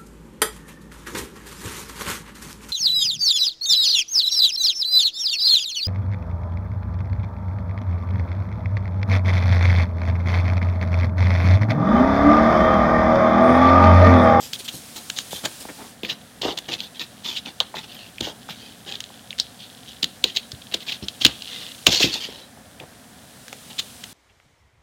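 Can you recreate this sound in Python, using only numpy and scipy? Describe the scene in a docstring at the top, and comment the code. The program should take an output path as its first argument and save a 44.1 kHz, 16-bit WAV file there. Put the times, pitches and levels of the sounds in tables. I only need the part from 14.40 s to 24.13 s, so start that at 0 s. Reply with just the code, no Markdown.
"""Inside a long cardboard box a cat shuffles about and claws at the far end, heard from the open mouth.
Claws rasp over the liner by stick-slip and snap free in short bursts of noise; paws thud and scuff on the
floor panel as decaying bending waves, and fur brushes the walls as soft friction noise.
Board resonances and wall echoes add a short hollow ring; beneath lie a faint rumble, a thin whine and
broad noise: fur rustle for the first 1.5 s, then hiss. The hardest peaks overload the microphone and clip."""
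import sys
import numpy as np
from scipy import signal
from scipy.fft import rfft, irfft
from scipy.io import wavfile

SR = 44100
rng = np.random.default_rng(int(sys.argv[2]) if len(sys.argv) > 2 else 0)


def log_audio(samples):
    """Write samples as a 16-bit WAV file to the path given in sys.argv[1]."""
    # one column per channel
    frames = np.atleast_2d(samples).T
    # limit to full scale, then quantise
    limited = np.clip(frames, -1, 1)
    pcm = np.round(limited * 32767).astype(np.int16)
    wavfile.write(sys.argv[1], SR, pcm)


N = 429093
TIME = np.arange(N) / SR
TEN_MS = SR // 100  # in samples

# spectrum of claws on the liner: (frequency [Hz], gain [dB])
RASP_SPECTRUM = [(500, -43), (1400, -21), (2200, -9), (2850, 1.5), (3300, 7.5), (4000, 2.5), (5200, -10),
                 (6800, -22.5), (8700, -39), (12000, -55), (13900, -16), (16000, -51)]


def from_db(db):
    """Level law: decibels to amplitude gain."""
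    return 10 ** (np.asarray(db) / 20)


def rms_one(x):
    """Normalisation: scale to unit rms."""
    return x / np.sqrt(np.mean(x ** 2) + 1e-20)


def at_level(x, db, size):
    """Energy scaling: give x the energy of `size` samples at this rms level."""
    return x * from_db(db) * np.sqrt(size / (np.sum(x ** 2) + 1e-20))


def add(out, start, x):
    """Superposition: mix x in from a time in seconds."""
    i = max(round(start * SR), 0)
    out[i:i + len(x)] += x[:max(N - i, 0)]


def drift(rate, size):
    """Random modulation: straight lines between normal random values, `rate` of them a second."""
    knots = np.arange(size) / SR * rate
    return np.interp(knots, np.arange(size), rng.standard_normal(size))


def colour(x, points, uneven_db=0, order=2048):
    """Minimum-phase filtering: a causal filter with this spectrum, plus the random peaks and dips of a spot."""
    hz = np.maximum(np.fft.rfftfreq(order, 1 / SR), 1)
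    at, level = np.transpose(points)
    log_hz = np.log(hz)
    spot_db = np.interp(log_hz, np.log(np.geomspace(100, 16000, 48)), rng.standard_normal(48))
    gain = from_db(np.interp(log_hz, np.log(at), level) + uneven_db * spot_db)
    # folding the cepstrum onto positive times makes the response causal
    cepstrum = irfft(np.log(gain))
    fold = np.r_[1, np.full(order // 2 - 1, 2), np.zeros(order // 2)]
    response = irfft(np.exp(rfft(cepstrum * fold)))
    return signal.fftconvolve(x, response)[:len(x)]


def slips(size, per_s, spread_db, smooth):
    """Stick-slip: clicks of uneven size at random moments, over a share of smooth friction noise."""
    strength = from_db(spread_db * np.minimum(rng.exponential(1, size), 3))
    strength = strength * rng.choice([-1, 1], size)
    happens = rng.random(size) < per_s / SR
    return rms_one(strength * happens) + smooth * rng.standard_normal(size)


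def claw_snaps(creak_db=-25, creak_s=0.0035, shiver_db=-16, shiver_s=0.011, edge_db=-17, uneven_db=2):
    """Sudden release of strain: the liner creaks, fibres tear in a short burst, then the spot shivers."""
    # a claw catches and snaps free: (time [s], burst length [s], level over 10 ms [dB],
    # pitch of the spot [Hz], sharpness of the claw [dB])
    snaps = [(0.1337, 0.0014, -26, 3760, 11), (0.287, 0.014, -25.5, 3330, 11.5),
             (0.701, 0.0027, -25, 3450, 19), (0.7878, 0.0017, -24.5, 3550, 21),
             (1.056, 0.0084, -21, 3620, 24), (1.634, 0.0018, -30, 3020, -6), (1.65, 0.0032, -28, 2540, -8),
             (1.702, 0.016, -21.5, 3370, -6), (2.0194, .003, -26, 3630, 0), (2.176, 0.0027, -27.5, 3620, 2),
             (2.188, 0.0039, -29, 3460, 20), (2.338, 0.0055, -24, 3600, -7),
             (2.405, .0016, -27.5, 3630, -16), (2.596, .0008, -30, 3800, -19),
             (2.97, 0.014, -24.5, 3420, -9), (3.06, .0016, -34, 3500, -10),
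             (3.2031, 0.00087, -14.5, 3630, -6), (3.783, 0.0018, -34.5, 2740, -5),
             (3.809, 0.0042, -24, 3600, 8.5), (4.5235, .0014, -31, 3680, -3),
             (4.555, 0.0037, -31, 3700, -8), (4.605, 0.0012, -29.5, 3400, 17.5),
             (4.6405, 0.0018, -35.5, 3650, 7), (4.9066, .0011, -31, 3370, -5),
             (4.929, 0.00098, -35.5, 2400, 2), (4.9874, 0.0015, -32, 3640, 16),
             (4.9998, 0.0016, -16, 4360, -4), (5.6305, 0.0044, -17.5, 3650, 3),
             (5.643, .003, -18, 3670, 8.5), (5.8418, 0.0023, -11.5, 3480, 4.5),
             (5.965, 0.0048, -21.5, 3740, -11), (5.971, 0.0017, -17, 3480, -27),
             (6.119, 0.0023, -32.5, 4170, 7), (6.343, .0064, -18, 3530, 8), (6.491, 0.017, -24, 3280, -16),
             (6.524, 0.0081, -24, 3270, -20), (6.6846, 0.0014, -24, 3680, 2),
             (6.819, 0.0057, -22.5, 3330, -1), (6.85, 0.002, -7, 3820, 12), (6.8538, .0012, -7.5, 3460, -4),
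             (6.865, 0.0022, -14, 3550, 11), (7.022, 0.0021, -32, 3700, 1),
             (7.4682, 0.0024, -4, 3100, 10.5), (7.529, .002, -22, 3470, 13), (7.548, .002, -21, 3760, 5),
             (7.633, 0.0096, -14.5, 3100, -3), (7.742, 0.0047, -23.5, 3930, 4),
             (8.401, 0.0045, -37.5, 2900, 5), (9.082, .001, -39.5, 3610, 41),
             (9.129, 0.0012, -35, 2750, 33), (9.3952, .01, -20.5, 3570, 10),
             (9.64, 0.0055, -32.5, 3340, 19)]
    # spectrum of a snap: (multiple of its pitch [ratio], gain [dB])
    snap_spectrum = [(.06, -23.5), (.23, -23.5), (.35, -45), (.5, -22), (.65, -10.5), (.85, 2.5),
                     (1.15, 1.5), (1.55, -16), (1.9, -18), (2.7, -35.5), (3.8, -36.5), (4.5, -28)]
    # bright edge of a sharp claw: (frequency [Hz], gain [dB])
    edge_spectrum = [(500, -13), (1700, 6.5), (3000, 5.5), (4500, 3), (7000, 2.5), (8800, -7),
                     (11000, -11.5), (15000, -11.5)]
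    out, lead = np.zeros(N), .008  # creak before the snap [s]
    t = np.arange(SR // 25) / SR - lead
    creak = from_db(creak_db) * np.exp(-abs(t) / creak_s)
    shiver = from_db(shiver_db) * np.exp(-abs(t) / shiver_s)
    skirt = np.where(t < 0, creak, shiver)
    for s, length, db, hz, sharp_db in snaps:
        force = np.exp(-2 * (t / length) ** 2) + skirt
        # the square root of the magnitudes evens out the pitches
        tear = rfft(force * rng.choice([-1, 1], len(t)))
        tear = irfft(tear / np.sqrt(abs(tear) + 1e-9))
        tear = tear * np.where(t < 0, np.sqrt(force), 1)
        spot = rms_one(colour(tear, np.array(snap_spectrum) * [hz, 1], uneven_db))
        edge = from_db(edge_db + sharp_db) * rms_one(colour(tear, edge_spectrum, uneven_db))
        add(out, s - lead, at_level(spot + edge, db, TEN_MS))
    return out


def claw_grip(size, per_s, irregular=.7, slip_s=0.00084, spread_db=1.0, drag=0.57):
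    """Stick-slip: a claw hops from fibre to fibre in short, unevenly spaced slips over a steady drag."""
    count = size // 20
    gaps = np.exp(irregular * rng.standard_normal(count)) * SR / per_s
    at = np.cumsum(gaps).astype(int)
    strength = from_db(spread_db * np.clip(rng.standard_normal(count), -2, 1))
    hops = np.zeros(size)
    hops[at[at < size]] = strength[at < size]
    return drag + signal.fftconvolve(hops, signal.windows.gaussian(TEN_MS, slip_s * SR), "same")


def wandering(force, shift_db=9, spots_per_s=45, uneven_db=8.0, count=5):
    """Local resonance: the claws pass from spot to spot, each answering with a colour of its own."""
    shares = np.array([from_db(shift_db * drift(spots_per_s, len(force))) for _ in range(count)])
    shares /= np.linalg.norm(shares, axis=0)  # the powers of the spots add up to one
    pushes = force * shares * rng.standard_normal(shares.shape)
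    return sum(np.std(push) * rms_one(colour(push, RASP_SPECTRUM, uneven_db)) for push in pushes)


def strokes(swell=0.6, shear_db=7.0, brighten=0.49):
    """Friction under changing pressure: claws catch and slip, the panel rubs dully, fur swishes finely."""
    # a paw or the body drags over the board:
    # (start [s], length [s], claw rasp level [dB], panel rub level [dB])
    drags = [(0, 0.092, -46.5, -54), (0.129, 0.036, -35, -58), (0.187, 0.033, -41, -48),
             (0.244, 0.025, -41, -62), (0.323, 0.069, -60, -69), (0.555, .04, -40.5, -45.5),
             (0.762, .06, -34.5, -48.5), (0.907, 0.1, -37.5, -49.5), (1.034, 0.046, -38, -32.5),
             (1.202, 0.034, -49.5, -48), (1.285, 0.023, -64, -36), (1.378, 0.11, -57, -43),
             (1.631, 0.062, -39, -48), (1.682, 0.064, -34, -40.5), (2.014, .12, -30.5, -36),
             (2.17, .022, -33.5, -42), (2.281, 0.035, -34, -36), (2.313, .047, -30, -37.5),
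             (2.379, 0.099, -39, -49.5), (2.548, 0.038, -43.5, -61), (2.593, 0.055, -32, -43.5),
             (2.84, 0.13, -31, -44), (2.954, 0.048, -33, -53), (3.053, .056, -38.5, -41.5),
             (3.349, .065, -35.5, -39), (3.43, 0.029, -42, -50), (3.48, .22, -44.5, -55),
             (3.818, .1, -33.5, -44), (4.082, 0.06, -37.5, -44), (4.159, 0.18, -47.5, -56),
             (4.462, .12, -38, -44), (4.981, 0.035, -34.5, -52), (5.194, 0.082, -44, -69),
             (5.476, .05, -42.5, -63), (5.846, 0.082, -36.5, -50.5), (5.943, 0.049, -35, -50),
             (6.315, 0.056, -39, -47), (6.403, .035, -41.5, -54), (6.465, 0.099, -34, -46.5),
             (6.622, 0.035, -41, -52), (6.803, 0.062, -28, -41), (6.849, 0.087, -49, -40),
             (7.068, 0.26, -38, -51), (7.461, 0.042, -21.5, -38), (7.504, .1, -20.5, -39.5),
             (7.597, .07, -18.5, -43), (7.655, 0.064, -30, -45), (7.718, .077, -28.5, -45.5),
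             (7.8, 0.079, -32, -49), (7.866, .2, -45.5, -50.5), (8.397, 0.053, -57, -45),
             (9.295, 0.028, -42.5, -47.5), (9.381, 0.027, -29.5, -52)]
    # shearing fibres, rubbed panel and fur: (frequency [Hz], gain [dB])
    shear_spectrum = [(1000, -26.5), (2000, -3.5), (3200, -8), (4400, 5), (6000, -0.5), (7600, -9.5),
                      (9000, -33), (16000, -28)]
    panel_spectrum = [(50, -20.5), (130, 4.5), (300, 4), (600, 0), (950, -0.5), (1350, -4.5), (2000, -2),
                      (4000, -32.5), (9000, -48)]
    fur_spectrum = [(600, -18), (2000, 1), (4500, 9.5), (7000, 8.5), (8800, 6), (11000, 2), (14000, 5.5),
                    (16000, -11)]
    # pressure builds, is held, then lets go: (share of the stroke, pressure before the swell power)
    shares, pressures = np.array([0, 0.21, 0.41, 1]), [0.25, 0.86, 0.98, 0.048]
    # slips per second at a rasp level; more claws bite in a harder stroke
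    hops_per_s, hops_at_db, hops_double_db = 280, -38, 15
    # the leg's fur brushes along with every stroke, below the rasp by this much
    fur_under_rasp_db = -18.5
    # while the cat turns round near the mouth, its whole flank brushes the wall
    turn_ends_s, turn_fur_db = 1.25, -40
    out = np.zeros(N)
    for start, length, rasp_db, panel_db in drags:
        size = max(int(length * SR), TEN_MS)
        t = np.arange(size + TEN_MS) / SR
        pressure = np.interp(t, length * shares, pressures) ** swell
        hop_rate = hops_per_s * 2 ** ((rasp_db - hops_at_db) / hops_double_db)
        grip = pressure * claw_grip(len(t), hop_rate)
        friction = np.sqrt(abs(grip) * pressure)
        # the harder the stroke, the more fibres shear off, and the brighter it hisses
        shear = colour(friction * rng.standard_normal(len(t)), shear_spectrum)
        rasp = rms_one(wandering(grip)) + from_db(shear_db + brighten * rasp_db) * rms_one(shear)
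        rub = friction * slips(len(t), per_s=500, spread_db=3, smooth=0.91)
        panel = colour(rub, panel_spectrum, uneven_db=4.0)
        brush = pressure * slips(len(t), per_s=4600, spread_db=8.0, smooth=0.62)
        fur = colour(brush, fur_spectrum, uneven_db=4.5)
        fur_db = turn_fur_db if start < turn_ends_s else rasp_db + fur_under_rasp_db
        add(out, start, at_level(rasp, rasp_db, size))
        add(out, start, at_level(panel, panel_db, size))
        add(out, start, at_level(fur, fur_db, size))
    return out


def paw_thuds(spread=1.84, rise_s=.0011, flutter_db=-1, first=2.786, last=0.563, settle_s=0.00256,
              damping=4.3):
    """Dispersion of bending waves: highs arrive first, while the floor panel flutters and flexes."""
    # a paw lands, the panel buckles, or (2.03 to 2.08 s) one scuff rubs the panel:
    # (time [s], decay of the flutter's drive [s], level over 10 ms [dB], centre frequency [Hz])
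    thuds = [(0.34, .023, -35.5, 197), (.93, 0.0026, -30, 286), (1.252, 0.0032, -34.5, 376),
             (1.056, 0.034, -40, 635), (1.632, .021, -28.5, 331), (2.03, .018, -28.5, 540),
             (2.048, .016, -22, 420), (2.058, 0.019, -24.5, 552), (2.08, 0.029, -22, 532),
             (2.316, 0.041, -35.5, 343), (3.203, 0.017, -27, 856), (3.34, 0.013, -31, 812),
             (3.807, 0.015, -27.5, 280), (3.815, .018, -31, 110), (3.87, 0.035, -28.5, 516),
             (4.088, 0.0059, -35.5, 740), (4.702, 0.0057, -45.5, 600), (5.631, 0.029, -32.5, 238),
             (5.842, 0.016, -29, 352), (6.13, 0.021, -33, 135), (6.342, 0.018, -30.5, 390),
             (6.624, 0.022, -29, 154), (6.856, 0.012, -19.5, 192), (7.467, 0.022, -17.5, 403),
             (7.482, 0.03, -20.5, 175), (7.527, .023, -30, 457), (7.604, .01, -23.5, 420),
             (7.64, 0.024, -17, 197), (7.755, 0.018, -36.5, 575), (7.887, 0.0088, -34.5, 242),
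             (8.172, 0.0072, -46.5, 610), (8.408, 0.011, -41.5, 332), (8.436, .012, -41.5, 420),
             (9.127, 0.0047, -39, 470)]
    # the whole floor gives under the push; its level is against a thud of the reference pitch
    flex_hz, flex_db, flex_decay_s = 67.7, -15.5, 0.034
    flex_thud_hz, flex_db_per_octave = 200, -5.5  # higher thuds move the floor less
    out, t = np.zeros(N), np.arange(SR // 8) / SR
    flex = np.sin(2 * np.pi * flex_hz * t) * np.exp(-t / flex_decay_s)
    for s, decay, db, hz in thuds:
        swing = (1 - np.exp(-t / rise_s)) * np.exp(-t / decay)
        # the pitch glides from first to last, as multiples of the centre
        bend_hz = hz * (last + (first - last) * np.exp(-t / settle_s))
        bend = swing ** damping * np.sin(2 * np.pi * np.cumsum(bend_hz) / SR)
        panel = signal.butter(2, [hz / spread, hz * spread], "band", fs=SR, output="sos")
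        flutter = signal.sosfilt(panel, swing * rng.standard_normal(len(t)))
        thud = rms_one(bend) + from_db(flutter_db) * rms_one(flutter)
        octaves = np.log2(hz / flex_thud_hz)
        add(out, s, at_level(thud, db, TEN_MS))
        add(out, s, at_level(flex, db + flex_db + flex_db_per_octave * octaves, TEN_MS))
    return out


def fidgets(clump_db=3, clumps_per_s=9):
    """Sparse stick-slip: faint stray ticks of claws resting on the board come in clumps."""
    # restless paws while the cat digs and again as it stands up:
    # (time [s], level of the ticks before clumping [dB])
    restlessness = [(0, -65), (1.5, -62), (2.2, -55), (3.5, -56), (4.8, -52.5), (6.2, -51.5), (7.3, -46.5),
                    (7.9, -53), (8.15, -63.5), (9, -62), (9.3, -54)]
    level = np.interp(TIME, *np.transpose(restlessness))
    busy = from_db(level + clump_db * np.clip(drift(clumps_per_s, N), -2, 1))
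    ticks = slips(N, per_s=170, spread_db=5.0, smooth=0.23)
    return busy * rms_one(colour(ticks, RASP_SPECTRUM))


def box(x, t60=0.37, ring_db=-17, wall_hz=3500):
    """Resonance and reverberation: the board rings at a few pitches, and wall echoes die fast."""
    # narrow rings of the board: (frequency [Hz], bandwidth [Hz], gain [dB])
    modes = [(335, 18, -4), (385, 30, -28), (842, 63, -8), (3070, 70, -24), (4080, 830, -33),
             (6700, 440, -6.5)]
    board = x.copy()
    for hz, width, db in modes:
        board += from_db(db) * signal.lfilter(*signal.iirpeak(hz, hz / width, fs=SR), x)
    t = np.arange(SR // 2) / SR
    echoes = rng.standard_normal(len(t)) * from_db(-60 * t / t60) * (t > .002)
    dull_walls = signal.butter(1, wall_hz, fs=SR, output="sos")
    echoes = signal.sosfilt(dull_walls, at_level(echoes, ring_db, 1))
    return board + signal.fftconvolve(board, echoes)[:N]


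def background(rumble_db=-48.5, whine_hz=9825, whine_db=-70):
    """Filtered noise and a pure tone: steady room rumble, early fur rustle and then hiss, a thin whine."""
    # hiss and, in the first 1.5 s, fur rustle over time: (time [s], level [dB])
    rustle_and_hiss_level = [(0, -44.5), (1.1, -41), (1.5, -45.5), (1.56, -53), (2.2, -51), (5.0, -50.5),
                             (6.6, -49), (7.2, -44.5), (7.7, -45.5), (8.1, -53), (8.7, -52), (9.4, -44.5),
                             (9.73, -46)]
    # spectrum shared by rustle and hiss, and that of the rumble: (frequency [Hz], gain [dB])
    rustle_and_hiss_spectrum = [(800, 0), (2000, 0), (3400, 5), (5000, 4), (7000, 2.5), (8200, 4),
                                (9700, 4), (11500, -1), (14000, -2.5), (16000, -6.5)]
    rumble_spectrum = [(25, -41), (60, -10), (125, -4.5), (150, -7.5), (234, -1.5), (292, -8.5),
                       (335, -16.5), (540, -11.5), (650, -13), (730, -8.5), (820, -16.5), (1100, -19.5),
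                       (1730, -16), (2500, -27), (3300, -51.5)]
    rumble = rms_one(colour(rng.standard_normal(N), rumble_spectrum, order=8192))
    level = np.interp(TIME, *np.transpose(rustle_and_hiss_level))
    rustle_and_hiss = rms_one(colour(rng.standard_normal(N), rustle_and_hiss_spectrum))
    whine = rms_one(np.sin(2 * np.pi * whine_hz * TIME))
    return from_db(rumble_db) * rumble + from_db(level) * rustle_and_hiss + from_db(whine_db) * whine


def scene():
    """Superposition: the cat heard through the box, over the background."""
    cat = claw_snaps() + strokes() + paw_thuds() + fidgets()
    return (box(cat) + background())[None]


def record(dry, low_cut_hz=35, cutoff_hz=16100):
    """Overload and band limits: the hardest peaks clip flat; the deep bass and the top are cut."""
    bass_cut = signal.butter(3, low_cut_hz, "high", fs=SR, output="sos")
    top_cut = signal.ellip(10, .2, 70, cutoff_hz, fs=SR, output="sos")
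    clipped = np.clip(dry, -1, 1)
    return signal.sosfilt(top_cut, signal.sosfilt(bass_cut, clipped))


dry = scene()
out = record(dry)
log_audio(out)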